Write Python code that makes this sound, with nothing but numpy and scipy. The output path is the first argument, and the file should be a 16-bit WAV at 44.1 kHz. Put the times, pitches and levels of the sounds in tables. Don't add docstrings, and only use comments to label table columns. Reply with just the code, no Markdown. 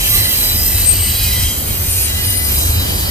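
import sys
import numpy as np
from scipy import signal
from scipy.fft import rfft, irfft, next_fast_len
from scipy.io import wavfile
from scipy.ndimage import uniform_filter1d, map_coordinates

SR = 44100
rng = np.random.default_rng(int(sys.argv[2]) if len(sys.argv) > 2 else 0)


def transcribe(u):
    v = np.clip(np.atleast_2d(u).T, -1, 1)
    q = np.round(v * 32767).astype(np.int16)
    wavfile.write(sys.argv[1], SR, q)


N = 136710
T = np.arange(N) / SR


def amp(db):
    return 10 ** (np.asarray(db) / 20)


def unit_rms(x):
    return x / np.sqrt(np.mean(x ** 2) + 1e-20)


def at_hz(points, hz):
    freqs, values = np.transpose(points)
    return np.interp(np.log(hz + 1), np.log(freqs + 1), values)


def curves(rows):
    times, *columns = np.transpose(rows)
    return [np.interp(T, times, column) for column in columns]


def wobble(rate_hz, size=N):
    knots = rng.standard_normal(int(N * 60 / SR) + 4)
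    return map_coordinates(knots, [np.arange(size) * min(rate_hz, 60) / SR])


def filtered(x, response):
    size = next_fast_len(N + 8192)
    return irfft(rfft(x, size) * response(np.fft.rfftfreq(size, 1 / SR)), size)[..., :N]


def mode_noise(width_hz, size=N):
    pole = np.exp(-np.pi * width_hz / SR)
    real, imag = signal.lfilter([1], [1, -pole], rng.standard_normal((2, size)))
    return (unit_rms(real) + 1j * unit_rms(imag)) / np.sqrt(2)


def patchy_noise(depth_db, channels):
    spectra = signal.stft(rng.standard_normal((channels, N)), nperseg=512)[2]
    patches = uniform_filter1d(rng.standard_normal(spectra.shape[1:]), size=4, axis=0)
    patches = uniform_filter1d(patches, size=14, axis=1)
    return signal.istft(spectra * amp(depth_db * unit_rms(patches)), nperseg=512)[1][:, :N]


def stereo_noise(colour, likeness, patchy_db):
    def mid_side_gain(hz):
        angle = np.arccos(np.clip(at_hz(likeness, hz), -1, 1)) / 2
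        return amp(at_hz(colour, hz)) * [np.cos(angle), np.sin(angle)]
    mid, side = filtered(patchy_noise(patchy_db, channels=2), mid_side_gain)
    return np.array([mid + side, mid - side]) / np.std(mid)


# t/s, level/dB
HUM_LEVELS = [(0, -21.5), (.22, -46), (.4, -29), (1.25, -26.5), (1.45, -36), (3.1, -33)]


def car_hum(pitch_hz=39.4):
    phase = 2 * np.pi * np.cumsum(pitch_hz + 0.57 * wobble(4.57)) / SR
    level_db = curves(HUM_LEVELS)[0] + 1.2 * wobble(4.0)
    return amp(level_db + [[-.7], [.7]]) * np.sqrt(2) * np.sin(phase)


# t/s, relative level/dB
RUMBLE_LEVELS = [(0, -26), (.15, -15), (.3, -27), (.6, -19.5), (1.1, -22), (1.45, -17), (1.55, -30.5),
                 (1.7, -19.5), (2.1, -19.5), (2.25, -20), (2.6, -20), (3.1, -18)]
# f/Hz, relative level/dB
RUMBLE_COLOUR = [(15, -41), (25, -14), (36, -10.5), (47, -4.5), (80, 1), (100, -2.5), (150, -16.5),
                 (250, -54), (400, -100)]


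def car_rumble(evenness=0.27, cutoff_hz=160):
    noise = stereo_noise(RUMBLE_COLOUR, likeness=[(30, 0.89), (100, 1.0)], patchy_db=-2.5)
    envelope = abs(signal.hilbert(noise.mean(axis=0)))
    evened = unit_rms(noise / (.15 + envelope) ** evenness)
    rumble = filtered(evened, lambda hz: 1 / (1 + (hz / cutoff_hz) ** 6))
    return amp(curves(RUMBLE_LEVELS)[0] + 0.5) * rumble


# t/s, level/dB
ROLL_LEVELS = [(0, -29.5), (1, -31), (2.06, -31.5), (3.1, -27.5)]
# f/Hz, relative level/dB
ROLL_COLOUR = [(76, -34), (130, -2.5), (323, -8), (706, -11.5), (972, -14.5), (1510, -15.5), (2030, -27),
               (2200, -55.5), (4840, -120)]
# f/Hz, left-right correlation
ROLL_LIKENESS = [(130, 0.86), (250, 0.93), (400, -0.037), (700, -0.29), (1500, -0.6)]


def wheel_roll():
    level_db = curves(ROLL_LEVELS)[0] + 0.97 * wobble(6.7)
    return amp(level_db) * stereo_noise(ROLL_COLOUR, ROLL_LIKENESS, patchy_db=1.0)


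# f/Hz, level swing/dB
OTHER_WHEEL_DEPTH = [(1500, 0), (2200, 9), (6000, 9), (7500, 5)]


def other_wheels(noise):
    hz, _, spectra = signal.stft(noise, SR, nperseg=2048)
    swells = uniform_filter1d(rng.standard_normal(spectra.shape[1:]), size=10, axis=1)
    gain_db = at_hz(OTHER_WHEEL_DEPTH, hz)[:, None] * np.minimum(unit_rms(swells), 1.6)
    return signal.istft(spectra * amp(gain_db), nperseg=2048)[1][:, :N]


ABREAST_S, DRIFT_PER_S = 1.15, -.0075


def left_lead(t, widest_s=0.0002684, crossing_s=1.85):
    position = (t - ABREAST_S) / crossing_s
    return widest_s * position / np.sqrt(1 + position ** 2)


def passing_noise(diffuse, direct, likeness):
    shift = left_lead(T) * SR / 2
    moved = [map_coordinates(direct, [np.arange(N) + side * shift], order=5, mode="mirror")
             for side in (1, -1)]
    return np.sqrt(likeness) * np.array(moved) + np.sqrt(1 - likeness) * diffuse


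# f/Hz, left over right/dB
MIC_BALANCE = [(1500, -2.5), (6000, 3.5), (8300, 13), (10500, 5.5), (12500, -14.5), (15000, -5)]


def passing_tone(hz, envelope, t):
    phase = 2 * np.pi * np.cumsum(hz) / SR
    shift = np.pi * hz * left_lead(t)
    pan_db = at_hz(MIC_BALANCE, hz.mean())
    tone = np.real(envelope * np.exp(1j * (phase + np.array([shift, -shift]))))
    return amp([[pan_db / 2], [-pan_db / 2]]) * np.sqrt(2) * tone


# t/s, then level/dB of the middle, low and high hiss
RUB_LEVELS = [(0, -19.5, -24, -17.5), (.3, -22.5, -25.5, -19.5), (.65, -20.5, -27.5, -20),
              (1.05, -25, -28, -21.5), (1.35, -22.5, -25.5, -20), (1.57, -24, -32, -23.5),
              (1.8, -26.5, -31.5, -20), (1.95, -21, -28, -21), (2.18, -24.5, -26.5, -22),
              (2.45, -27, -28.5, -19.5), (2.62, -19, -29, -19.5), (2.8, -25, -27, -23),
              (3.1, -26, -27, -22)]
# f/Hz, relative level/dB
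HISS_COLOURS = [
    [(5000, -31), (5400, -11.5), (7700, -5.5), (10200, -6.5), (11000, -12)],
    [(1350, -57), (1650, 6.5), (2000, 0), (3100, 6), (3600, -1.5), (4000, 5), (5300, 3), (5700, -51)],
    [(10000, -12), (10600, -2), (12000, 3.5), (13000, 3.5), (14800, 2.5), (15600, -15)]]


def flange_hiss(band_likeness=(0.045, 0.64, 0.16)):
    grip_db = .5 * wobble(14) + .8 * wobble(28)
    hiss = 0
    for level_db, colour, likeness in zip(curves(RUB_LEVELS), HISS_COLOURS, band_likeness):
        noise = other_wheels(patchy_noise(depth_db=1, channels=3))
        band = filtered(noise, lambda hz: amp(at_hz(colour, hz)))
        gain = amp(level_db + grip_db + .7 * wobble(20))
        hiss += gain * unit_rms(passing_noise(band[:2], band[2], likeness))
    return filtered(hiss, lambda hz: amp(0.092 * np.outer([1, -1], at_hz(MIC_BALANCE, hz)) / 2))


# f/Hz abreast of the microphone, relative level/dB
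WHEEL_MODES = [(1995, -43), (2487, -46), (2950, -41.5), (3190, -41), (3965, -36), (4608, -69),
               (4990, -37.5), (7280, -45), (8330, -40), (9410, -41), (11520, -46.5), (11780, -40.5),
               (12500, -35.5), (12870, -52), (13150, -37)]


def wheel_ring(width_hz=16, diffuse_gain=.6):
    _, low_db, high_db = curves(RUB_LEVELS)
    rings = 0
    for hz, db in WHEEL_MODES:
        rub_db = low_db if hz < 6500 else high_db
        gain = amp(db + rub_db - rub_db.mean() + 4.05 * wobble(9.06))
        direct = mode_noise(width_hz)
        diffuse = np.array([mode_noise(width_hz), mode_noise(width_hz)])
        pitch = hz * (1 + DRIFT_PER_S * (T - ABREAST_S))
        rings += passing_tone(pitch, gain * (direct + diffuse_gain * diffuse), T)
    return rings


# f/Hz at mid-squeal, relative pitch drift/(1/s)
LONG_SQUEALS = [(8370, -.003), (13205, -.0075), (12110, -.008), (9354, -.002), (3983, -.003)]
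# t/s, level/dB
LONG_LEVELS = [
    [(0, -36), (.2, -27.5), (.33, -44), (.5, -34), (.8, -26), (.9, -16), (.99, -23.5), (1.15, -32),
     (1.25, -52), (1.4, -26), (1.65, -44)],
    [(0, -48), (.12, -23), (.25, -27), (.35, -47), (.6, -31), (1.22, -30)],
    [(.03, -24), (.4, -29), (.65, -25), (1.05, -32)],
    [(1.9, -17), (1.95, -26), (2.06, -22.5), (2.14, -52), (2.26, -22.5), (2.67, -29), (2.75, -31)],
    [(0, -31), (.2, -28), (.33, -32), (.55, -21.5)],
]
# start t/s, length/s, f/Hz at mid-squeal, level/dB
SHORT_SQUEALS = [(0.1, 0.2, 2010, -34), (0.1, 0.09, 1162, -35), (0.1, 0.23, 9491, -32),
                 (0.12, 0.22, 12549, -26), (0.27, 0.24, 12913, -24), (0.29, 0.2, 13915, -27),
                 (0.35, 0.15, 11572, -25), (0.43, 0.75, 8299, -32), (0.52, 0.17, 5064, -28),
                 (0.58, 0.13, 13943, -30), (0.72, 0.19, 13964, -31), (0.82, 0.48, 4612, -33),
                 (1.0, 0.12, 2950, -31), (1.0, 0.36, 9406, -33), (1.03, 0.45, 13871, -29),
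                 (1.08, 0.41, 5308, -36), (1.17, 0.15, 2488, -33), (1.05, 0.22, 3966, -35),
                 (1.31, 0.09, 3963, -27), (1.28, 0.2, 1995, -33), (1.32, 0.3, 3187, -32),
                 (1.7, 0.31, 13895, -31), (1.85, 0.27, 8301, -37), (1.93, 0.19, 12581, -25),
                 (2.08, 0.41, 1993, -34), (2.25, 0.39, 4965, -35), (2.6, 0.3, 3905, -33),
                 (2.98, 0.12, 4555, -34)]


def wheel_squeals(edge_s=.04, waver_hz=6, flutter_db=2, rough_share=.14, rough_hz=60):
    squeals = [(contour[0][0], contour[-1][0] - contour[0][0], hz, curves(contour)[0], drift)
               for (hz, drift), contour in zip(LONG_SQUEALS, LONG_LEVELS)]
    squeals += [(start, length, hz, np.full(N, db), DRIFT_PER_S)
                for start, length, hz, db in SHORT_SQUEALS]
    out = np.zeros((2, N))
    for start, length, hz, level_db, drift in squeals:
        on = (T > start - edge_s) & (T < start + length + edge_s)
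        age = T[on] - start
        ramp = np.clip(np.minimum(age, length - age) / (2 * edge_s) + .5, 0, 1)
        fade = np.sin(np.pi / 2 * ramp) ** 2
        pitch = hz * (1 + drift * (age - length / 2)) + waver_hz * wobble(29.1, len(age))
        grain = np.sqrt(1 - rough_share) + np.sqrt(rough_share) * mode_noise(rough_hz, len(age))
        gain = amp(level_db[on] + flutter_db * wobble(23.54, len(age)))
        out[:, on] += passing_tone(pitch, grain * fade * gain, T[on])
    return out


def scene():
    background = car_rumble() + wheel_roll() + car_hum()
    return background + flange_hiss() + wheel_ring() + wheel_squeals()


def record(dry, top_hz=15550):
    return filtered(np.clip(dry, -1, 1), lambda hz: hz < top_hz)


dry = scene()
out = record(dry)
transcribe(out)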